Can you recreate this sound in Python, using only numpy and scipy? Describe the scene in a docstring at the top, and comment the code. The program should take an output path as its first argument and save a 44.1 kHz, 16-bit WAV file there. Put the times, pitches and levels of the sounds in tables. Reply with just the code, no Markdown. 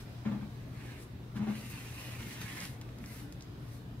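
"""A brief scuff, then something hollow is bumped out of sight and rattles; a second bump follows.
In front of a stereo microphone in a fenced backyard, a worker scrubs gritty brick joints with a hand
pad: one long stroke and a few short wipes. Sand grains rasp, hiss and tick under the pad, and paving,
wall and fence throw the sound back. Behind it lie a low outdoor rumble, the hum of a distant machine,
a faint high whine and a thin, far-off hiss."""
import sys
import numpy as np
from scipy import signal
from scipy.fft import rfft, irfft
from scipy.io import wavfile
from scipy.ndimage import uniform_filter1d

SR = 44100
rng = np.random.default_rng(int(sys.argv[2]) if len(sys.argv) > 2 else 0)


def persist_wave(psi):
    """Save psi, clipped to +-1, as 16-bit WAV."""
    counts = np.round(np.clip(psi, -1, 1) * 32767).astype(np.int16)
    wavfile.write(sys.argv[1], SR, np.atleast_2d(counts).T)


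N = 176400
T = np.arange(N) / SR


# The long stroke on the brick (time [s], rasp [dB], hiss [dB], resonance [Hz], its height [dB])
LONG_STROKE = [(1.40, -61.5, -72, 2550, 2), (1.55, -53, -56.5, 2700, 7), (1.75, -52, -55, 2680, 6),
               (2.05, -51.5, -55, 2760, 7.5), (2.32, -48, -54.5, 2800, 1.5), (2.40, -49, -56.5, 2050, -2),
               (2.49, -48.5, -54, 2020, 4), (2.57, -47, -53.5, 1800, 4), (2.63, -45.5, -53.5, 1500, 0.5),
               (2.69, -54.5, -56.5, 1950, -1), (2.78, -74, -71, 1950, 1)]
# Short wipes and catches of the pad (peak time [s], rise [s], fall [s], rasp [dB], hiss [dB],
# resonance [Hz], its height [dB], hiss tilt [dB/octave])
WIPES = [(.005, 0.023, 0.0077, -54, -54, 2006, -7, -1.5), (.88, 0.099, 0.079, -55.5, -63.5, 1650, 6, 3),
         (.94, 0.097, 0.061, -59.5, -72, 2600, 9, 10), (1.015, 0.027, 0.014, -75, -57, 2630, 8, 1),
         (1.369, .012, .0098, -53, -59.5, 1650, 8, -3), (1.703, 0.013, 0.0086, -58, -51.5, 2500, -3, 8),
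         (2.335, 0.024, 0.013, -52, -53.5, 2900, -5, -3), (2.416, 0.01, 0.0052, -43, -51, 1700, 1, 0),
         (2.635, 0.033, .012, -60, -53, 1950, 7, -1), (3.095, 0.064, .062, -60.5, -59.5, 2080, 7, 3),
         (3.165, 0.048, 0.051, -55, -56.5, 2100, 3, 1), (3.745, .077, .033, -70, -63, 2000, 4, 0.5)]
# Spectrum of the pad's rasp (frequency [Hz], relative level [dB])
RASP_SPECTRUM = [(250, -50), (600, -9.5), (1000, -.5), (1400, -3), (1900, 4.5), (2250, 2), (2850, 0),
                 (3400, -5.5), (3950, -4.5), (4600, -10.5), (7000, -15), (15000, -45)]
# Spectrum of the sand's hiss (frequency [Hz], relative level [dB])
HISS_SPECTRUM = [(1200, -35), (3000, -8), (4200, 1), (5700, 0.5), (7500, -2), (8300, -2.5), (8950, 1),
                 (9450, -0.5), (10000, 1.5), (10700, -3), (11400, -2), (12100, -4), (12800, -2.5),
                 (13700, -6), (14250, -4.5), (15700, -12)]
# Glide of the hiss peaks as the hand moves (time [s], frequency factor [ratio])
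HISS_GLIDE = [(1.0, 0.88), (1.5, 0.98), (1.75, 0.93), (2.0, 1.0), (2.3, 1.005), (2.6, 1), (3.2, .985)]

def scrubbing(judder_db=0.9, judder_hz=55.3, patch_db=0.03, tilt_pivot_hz=8000):
    """The pad on brick: a resonant rasp and a sandy hiss, both juddering as the pad catches."""
    times, rasp_db, hiss_db, centre_hz, height_db = np.transpose(LONG_STROKE)
    stroking = (T > times[0]) & (T < times[-1])
    rasp_power = stroking * amp(np.interp(T, times, rasp_db)) ** 2
    hiss_power = stroking * amp(np.interp(T, times, hiss_db)) ** 2
    friction = np.array([colour(grit(), RASP_SPECTRUM), grit()])
    hz, t, (rasp_bins, hiss_bins) = signal.stft(friction, SR, nperseg=512)
    hz = hz[:, None] + 1
    stroke_ring = pad_resonance(hz, np.interp(t, times, centre_hz), np.interp(t, times, height_db))
    # Overlapping strokes share resonance and tilt in proportion to their power.
    ring = np.interp(t, T, rasp_power) * stroke_ring
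    tilt = np.zeros(N)
    for peak, rise, fall, wipe_rasp_db, wipe_hiss_db, ring_hz, ring_db, tilt_db in WIPES:
        swell = np.exp(-((T - peak) / np.where(T < peak, rise, fall)) ** 2)
        wipe_rasp, wipe_hiss = swell * amp(wipe_rasp_db) ** 2, swell * amp(wipe_hiss_db) ** 2
        rasp_power += wipe_rasp
        hiss_power += wipe_hiss
        tilt += wipe_hiss * tilt_db
        ring += np.interp(t, T, wipe_rasp) * pad_resonance(hz, ring_hz, ring_db)
    rasp_bins *= np.sqrt((ring + 1e-20) / (np.interp(t, T, rasp_power) + 1e-20))
    rasp_bins *= amp(patch_db * patches(rasp_bins.shape))
    slope_db = np.interp(t, T, tilt / (hiss_power + 1e-12)) * np.log2(hz / tilt_pivot_hz)
    hiss_bins *= amp(at_hz(HISS_SPECTRUM, hz / at_time(HISS_GLIDE, t)) + np.clip(slope_db, -10, 10))
    rasp, hiss = (unit(signal.istft(bins, SR, nperseg=512)[1][:N]) for bins in (rasp_bins, hiss_bins))
    judder = amp(judder_db * wander(judder_hz))
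    return (np.sqrt(rasp_power) * rasp + np.sqrt(hiss_power) * hiss) * judder


def grit(grains_per_s=2100, spread_db=4.5, grain_share=0.63):
    """Dense sand impacts of uneven size over the smooth rub of the pad."""
    sizes = amp(spread_db * np.minimum(rng.exponential(1, N), 4))
    grains = sizes * rng.choice([-1, 1], N) * (rng.random(N) < grains_per_s / SR)
    return np.sqrt(grain_share) * unit(grains) + np.sqrt(1 - grain_share) * rng.standard_normal(N)


def pad_resonance(hz, centre_hz, height_db, width_oct=0.16):
    """Power gain of the pad's resonance."""
    return amp(height_db * np.exp(-(np.log2(hz / centre_hz) / width_oct) ** 2)) ** 2


# Grains snapping under the pad (time [s], rms level over span_s [dB], pitch [Hz], width [octaves])
SAND_TICKS = [(2.228, -50, 2980, 0.47), (2.603, -42.5, 5700, 0.63), (2.612, -49, 9000, 1),
              (2.638, -55, 13000, .6), (2.652, -42, 4000, 1.9), (2.813, -49, 3500, 1.9),
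              (2.819, -57, 2000, 1.9), (2.890, -56, 2000, 1.3), (2.985, -56.5, 3500, 3.1),
              (3.04, -48.5, 1890, 0.72), (3.06, -52, 5500, 0.44), (3.324, -51.5, 6100, 1.5),
              (3.408, -53, 4500, 0.99), (3.422, -51, 6040, 0.46)]

def sand_ticks(rise_s=0.0003, decay_s=0.0023, span_s=0.005, top_hz=10000):
    """Larger grains snap, each with a dry, broad click."""
    out, size = np.zeros(N), 1024
    t, hz = T[:size], np.fft.rfftfreq(size, 1 / SR)
    for start, db, pitch_hz, width_oct in SAND_TICKS:
        band = 1 / (1 + (np.log2((hz + 1) / pitch_hz) / width_oct) ** 2) ** 1.5
        band /= np.sqrt(1 + (hz / top_hz) ** 4)
        crack = rng.standard_normal(size) * np.exp(-t / decay_s) * (1 - np.exp(-t / rise_s))
        phase = np.angle(rfft(crack))
        snap = irfft(band * np.exp(1j * phase)) * (1 - t / t[-1])
        add(out, start, amp(db) * unit(snap) * np.sqrt(span_s / t[-1]))
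    return out


# Two bumps out of sight, each a run of knocks (time [s], boom gain [dB], clatter gain [dB])
KNOCKS = [(.251, -33, -41), (.260, -25.5, -46), (0.287, -31, -54), (0.313, -24, -44), (.352, -27, -50.5),
          (.409, -35, -48.5), (0.42, -29.5, -62), (1.356, -29.5, -45), (1.391, -25, -46),
          (1.415, -27.5, -43.5), (1.467, -33, -41), (1.480, -26.5, -44.5), (1.505, -28.5, -51.5)]
# Modes of the hollow body (frequency [Hz], relative level [dB], time to fall 60 dB [s])
HOLLOW_MODES = [(133.4, -9, 0.24), (211, 1.5, 0.12), (213.6, -11, 0.54), (260, -6, 0.08), (360, -24, 0.081),
                (550, -27, 0.23), (838, -24.5, 0.15), (1036, -25, 0.073)]
# Spectrum of its rattle (frequency [Hz], relative level [dB])
CLATTER_SPECTRUM = [(150, -11), (300, 7), (480, -0.5), (700, -1.5), (1000, 2), (1600, -6), (2600, -10),
                    (4000, -19), (7000, -28), (15000, -52)]
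# The knocks at the microphone (frequency [Hz], left minus right [dB])
KNOCK_BALANCE = [(120, 1.5), (220, 4), (600, 0.5), (1200, -2), (3000, -3), (9000, 2)]

def hollow_knocks(boom_rise_s=0.007, clatter_rise_s=0.00059, clatter_t60_s=0.24):
    """Each knock swells the hollow modes and shakes out a clatter that scatters round the yard."""
    booms, clatters, t = np.zeros(N), np.zeros(N), T[:SR // 2]
    boom = sum(amp(db - 60 * t / t60) * np.sin(2 * np.pi * hz * t) for hz, db, t60 in HOLLOW_MODES)
    for start, boom_db, clatter_db in KNOCKS:
        clatter = colour(rng.standard_normal(len(t)), CLATTER_SPECTRUM) * amp(-60 * t / clatter_t60_s)
        add(booms, start, amp(boom_db) * boom * (1 - np.exp(-t / boom_rise_s)))
        add(clatters, start, amp(clatter_db) * clatter * (1 - np.exp(-t / clatter_rise_s)))
    return yard(booms, KNOCK_BALANCE, echo_db=-37) + yard(clatters, KNOCK_BALANCE, echo_db=2.5)


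def yard(sound, balance, echo_db, patterns=1, right_delay_s=0.00007):
    """Direct sound at the microphone, plus echoes; several patterns blend for a moving source."""
    weights = np.ones((1, N))
    if patterns > 1:
        weights = np.array([wander(rate_hz=11.7) for _ in range(patterns)])
    weights /= np.linalg.norm(weights, axis=0)
    echoes = sum(signal.fftconvolve((sound * w)[None], yard_echoes(), axes=1)[:, :N] for w in weights)
    hz = np.fft.rfftfreq(N, 1 / SR)
    direct = rfft(sound) * np.exp(-2j * np.pi * hz * np.array([[0], [right_delay_s]]))
    at_microphone = (direct + amp(echo_db) * rfft(echoes)) * sides(at_hz(balance, hz))
    return irfft(at_microphone, N) / np.hypot(1, amp(echo_db))


# Decay of the fenced yard (frequency [Hz], time to fall 60 dB [s])
YARD_T60 = [(100, 0.16), (1000, 0.11), (4000, 0.14), (15000, 0.19)]

def yard_echoes(slap_share=0.28, size=16384):
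    """Slaps from paving, wall and fence, and a short tail, for each side of the microphone."""
    taps = rng.choice([-1., 1.], (2, size)) * (rng.random((2, size)) < 0.08)
    hz, t, bins = signal.stft(taps, SR, nperseg=256)
    tail = signal.istft(bins * amp(-60 * t / at_hz(YARD_T60, hz)[:, None]), SR, nperseg=256)[1]
    tail /= np.linalg.norm(tail, axis=1, keepdims=True)
    slaps = np.zeros_like(tail)
    for side in slaps:
        side[rng.integers(60, 1100, 9)] = rng.choice([-1, 1], 9) / 3  # nine slaps within 25 ms
    return np.sqrt(slap_share) * slaps + np.sqrt(1 - slap_share) * tail


# Spectrum of the open air around the yard (frequency [Hz], relative level [dB])
AIR_SPECTRUM = [(12, -52), (20, -40), (54, -8), (87, -9), (103, -8), (122, -3), (153, -12), (191, -11),
                (259, -15.5), (289, -19), (372, -21), (519, -27.5), (1100, -36), (1630, -39.5), (3200, -46),
                (3850, -46), (4700, -50.5), (7500, -57.5), (10500, -59), (12800, -58.5), (15500, -60.5)]
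# Drift of its treble (time [s], relative level [dB])
AIR_TREBLE = [(0, 10), (.25, 8), (.6, 8.5), (1.15, 5.5), (3, 8), (4, 5.5)]
# Drift of its bass (time [s], relative level [dB])
AIR_BASS = [(0, 0.15), (2, -0.5), (4, -0.4)]
# Likeness of the air on the two sides (frequency [Hz], correlation [0 to 1])
AIR_LIKENESS = [(20, 1), (150, 1), (300, 0.86), (600, 0.44), (1200, 0), (15000, 0)]
# The air at the microphone (frequency [Hz], left minus right [dB])
AIR_BALANCE = [(40, -5.5), (120, 3), (300, 0), (700, 1), (1500, -1.5), (4000, -2), (8000, 2), (15000, 2)]

def outdoor_air(level_db=-47, patch_db=2, crossover_hz=900):
    """Outdoor rumble, alike on both sides of the microphone, under a wide soft hiss."""
    hz, t, (left, other) = signal.stft(rng.standard_normal((2, N)), SR, nperseg=2048, noverlap=1536)
    likeness = at_hz(AIR_LIKENESS, hz)[:, None]
    right = likeness * left + np.sqrt(1 - likeness ** 2) * other
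    treble_share = (hz / (hz + crossover_hz))[:, None]
    drift_db = treble_share * at_time(AIR_TREBLE, t) + (1 - treble_share) * at_time(AIR_BASS, t)
    shape_db = at_hz(AIR_SPECTRUM, hz)[:, None] + drift_db + patch_db * patches(left.shape)
    bins = np.array([left, right]) * sides(at_hz(AIR_BALANCE, hz))[:, :, None]
    bins *= amp(shape_db) / np.sqrt((1 + likeness) / 2 + 1e-6)
    return amp(level_db) * unit(signal.istft(bins, SR, nperseg=2048, noverlap=1536)[1][:, :N])


# Tones of the distant machine (frequency [Hz], level [dB], level waver [dB], phase wander [rad],
# waver rate [Hz], left minus right [dB])
HUM_TONES = [(119.6, -49.5, -0.5, 0.35, 6.9, 2), (291.3, -61.5, 4, 0.94, 15.7, 6.5),
             (56.5, -60.5, 2, 1.3, 14, 2)]

def machine_hum():
    """A machine hums in the distance, each tone wavering in level and phase."""
    out = np.zeros((2, N))
    for hz, db, waver_db, drift_rad, rate_hz, pan_db in HUM_TONES:
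        tone = np.sin(2 * np.pi * hz * T + drift_rad * wander(rate_hz))
        tone *= amp(waver_db * wander(rate_hz))
        out += sides(pan_db)[:, None] * amp(db) * unit(tone)
    return out


# Pitch of the high whine (time [s], frequency [Hz])
WHINE_PITCH = [(0, 12660), (1.3, 12800), (2.9, 12600), (3.7, 12750), (4, 12800)]

def whine(level_db=-86.5, waver_hz=44.7, pan_db=18):
    """A faint, thin whine to the left of the microphone drifts up and down in pitch."""
    hz = at_time(WHINE_PITCH, T) + waver_hz * wander(rate_hz=70)
    return sides(pan_db)[:, None] * amp(level_db) * unit(np.sin(2 * np.pi * np.cumsum(hz) / SR))


# Spectrum of the far-off hiss (frequency [Hz], relative level [dB])
FAR_HISS_SPECTRUM = [(3500, -32), (4600, -10), (5100, 1), (5700, -20), (6300, -9), (7000, -47), (9000, -45)]
# Its swells at the microphone (time [s], level [dB])
FAR_HISS_LEVEL = [(0, -69), (.22, -71.5), (.5, -87), (3.2, -79), (3.55, -74), (4, -94)]

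def far_hiss():
    """A faint, narrow, far-off hiss comes and goes."""
    hiss = np.array([colour(noise, FAR_HISS_SPECTRUM) for noise in rng.standard_normal((2, N))])
    return amp(at_time(FAR_HISS_LEVEL, T)) * hiss


def amp(db):
    """Decibels to amplitude."""
    return 10 ** (np.asarray(db) / 20)


def unit(x):
    """Scales to rms 1."""
    return x / np.sqrt(np.mean(x ** 2) + 1e-20)


def at_hz(table, hz):
    """Reads a table along log frequency."""
    frequencies, values = np.transpose(table)
    return np.interp(np.log(hz + 1), np.log(frequencies + 1), values)


def at_time(table, t):
    """Reads a table along time."""
    return np.interp(t, *np.transpose(table))


def add(mix, start_s, sound):
    """Mixes a sound in at its start time."""
    part = mix[max(round(start_s * SR), 0):][:len(sound)]
    part += sound[:len(part)]


def sides(db):
    """Left and right gains for a level difference."""
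    return amp(np.array([db / 2, -db / 2]))


def colour(x, spectrum):
    """Gives a sound a spectrum, at rms 1."""
    return unit(irfft(rfft(x) * amp(at_hz(spectrum, np.fft.rfftfreq(len(x), 1 / SR))), len(x)))


def wander(rate_hz):
    """Smooth random motion, rms 1."""
    hz = np.fft.rfftfreq(N, 1 / SR)
    return unit(irfft(rfft(rng.standard_normal(N)) * np.exp(-(hz / rate_hz) ** 2) * (hz > 0), N))


def patches(shape):
    """Random blotches over frequency and time."""
    across_frequency = uniform_filter1d(rng.standard_normal(shape), size=7, axis=0)
    return unit(uniform_filter1d(across_frequency, size=9, axis=1))


# The pad and its sand at the microphone (frequency [Hz], left minus right [dB])
SCRUB_BALANCE = [(300, 5), (1300, -2), (2400, -2.5), (4400, -1.5), (8000, 2.5), (15000, 4)]

def scene():
    """The backyard from the microphone's place: scrubbing and knocks over the background."""
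    pad = yard(scrubbing(), SCRUB_BALANCE, echo_db=3, patterns=8)
    sand = yard(sand_ticks(), SCRUB_BALANCE, echo_db=-8)
    return pad + sand + hollow_knocks() + outdoor_air() + machine_hum() + whine() + far_hiss()


def record(dry):
    """The recorder's band limit cuts the highest treble."""
    cutoff_hz = 15750
    lowpass = signal.firwin(1023, cutoff_hz, window=("kaiser", 9), fs=SR)
    return signal.oaconvolve(dry, lowpass[None], "same")


dry = scene()
out = record(dry)
persist_wave(out)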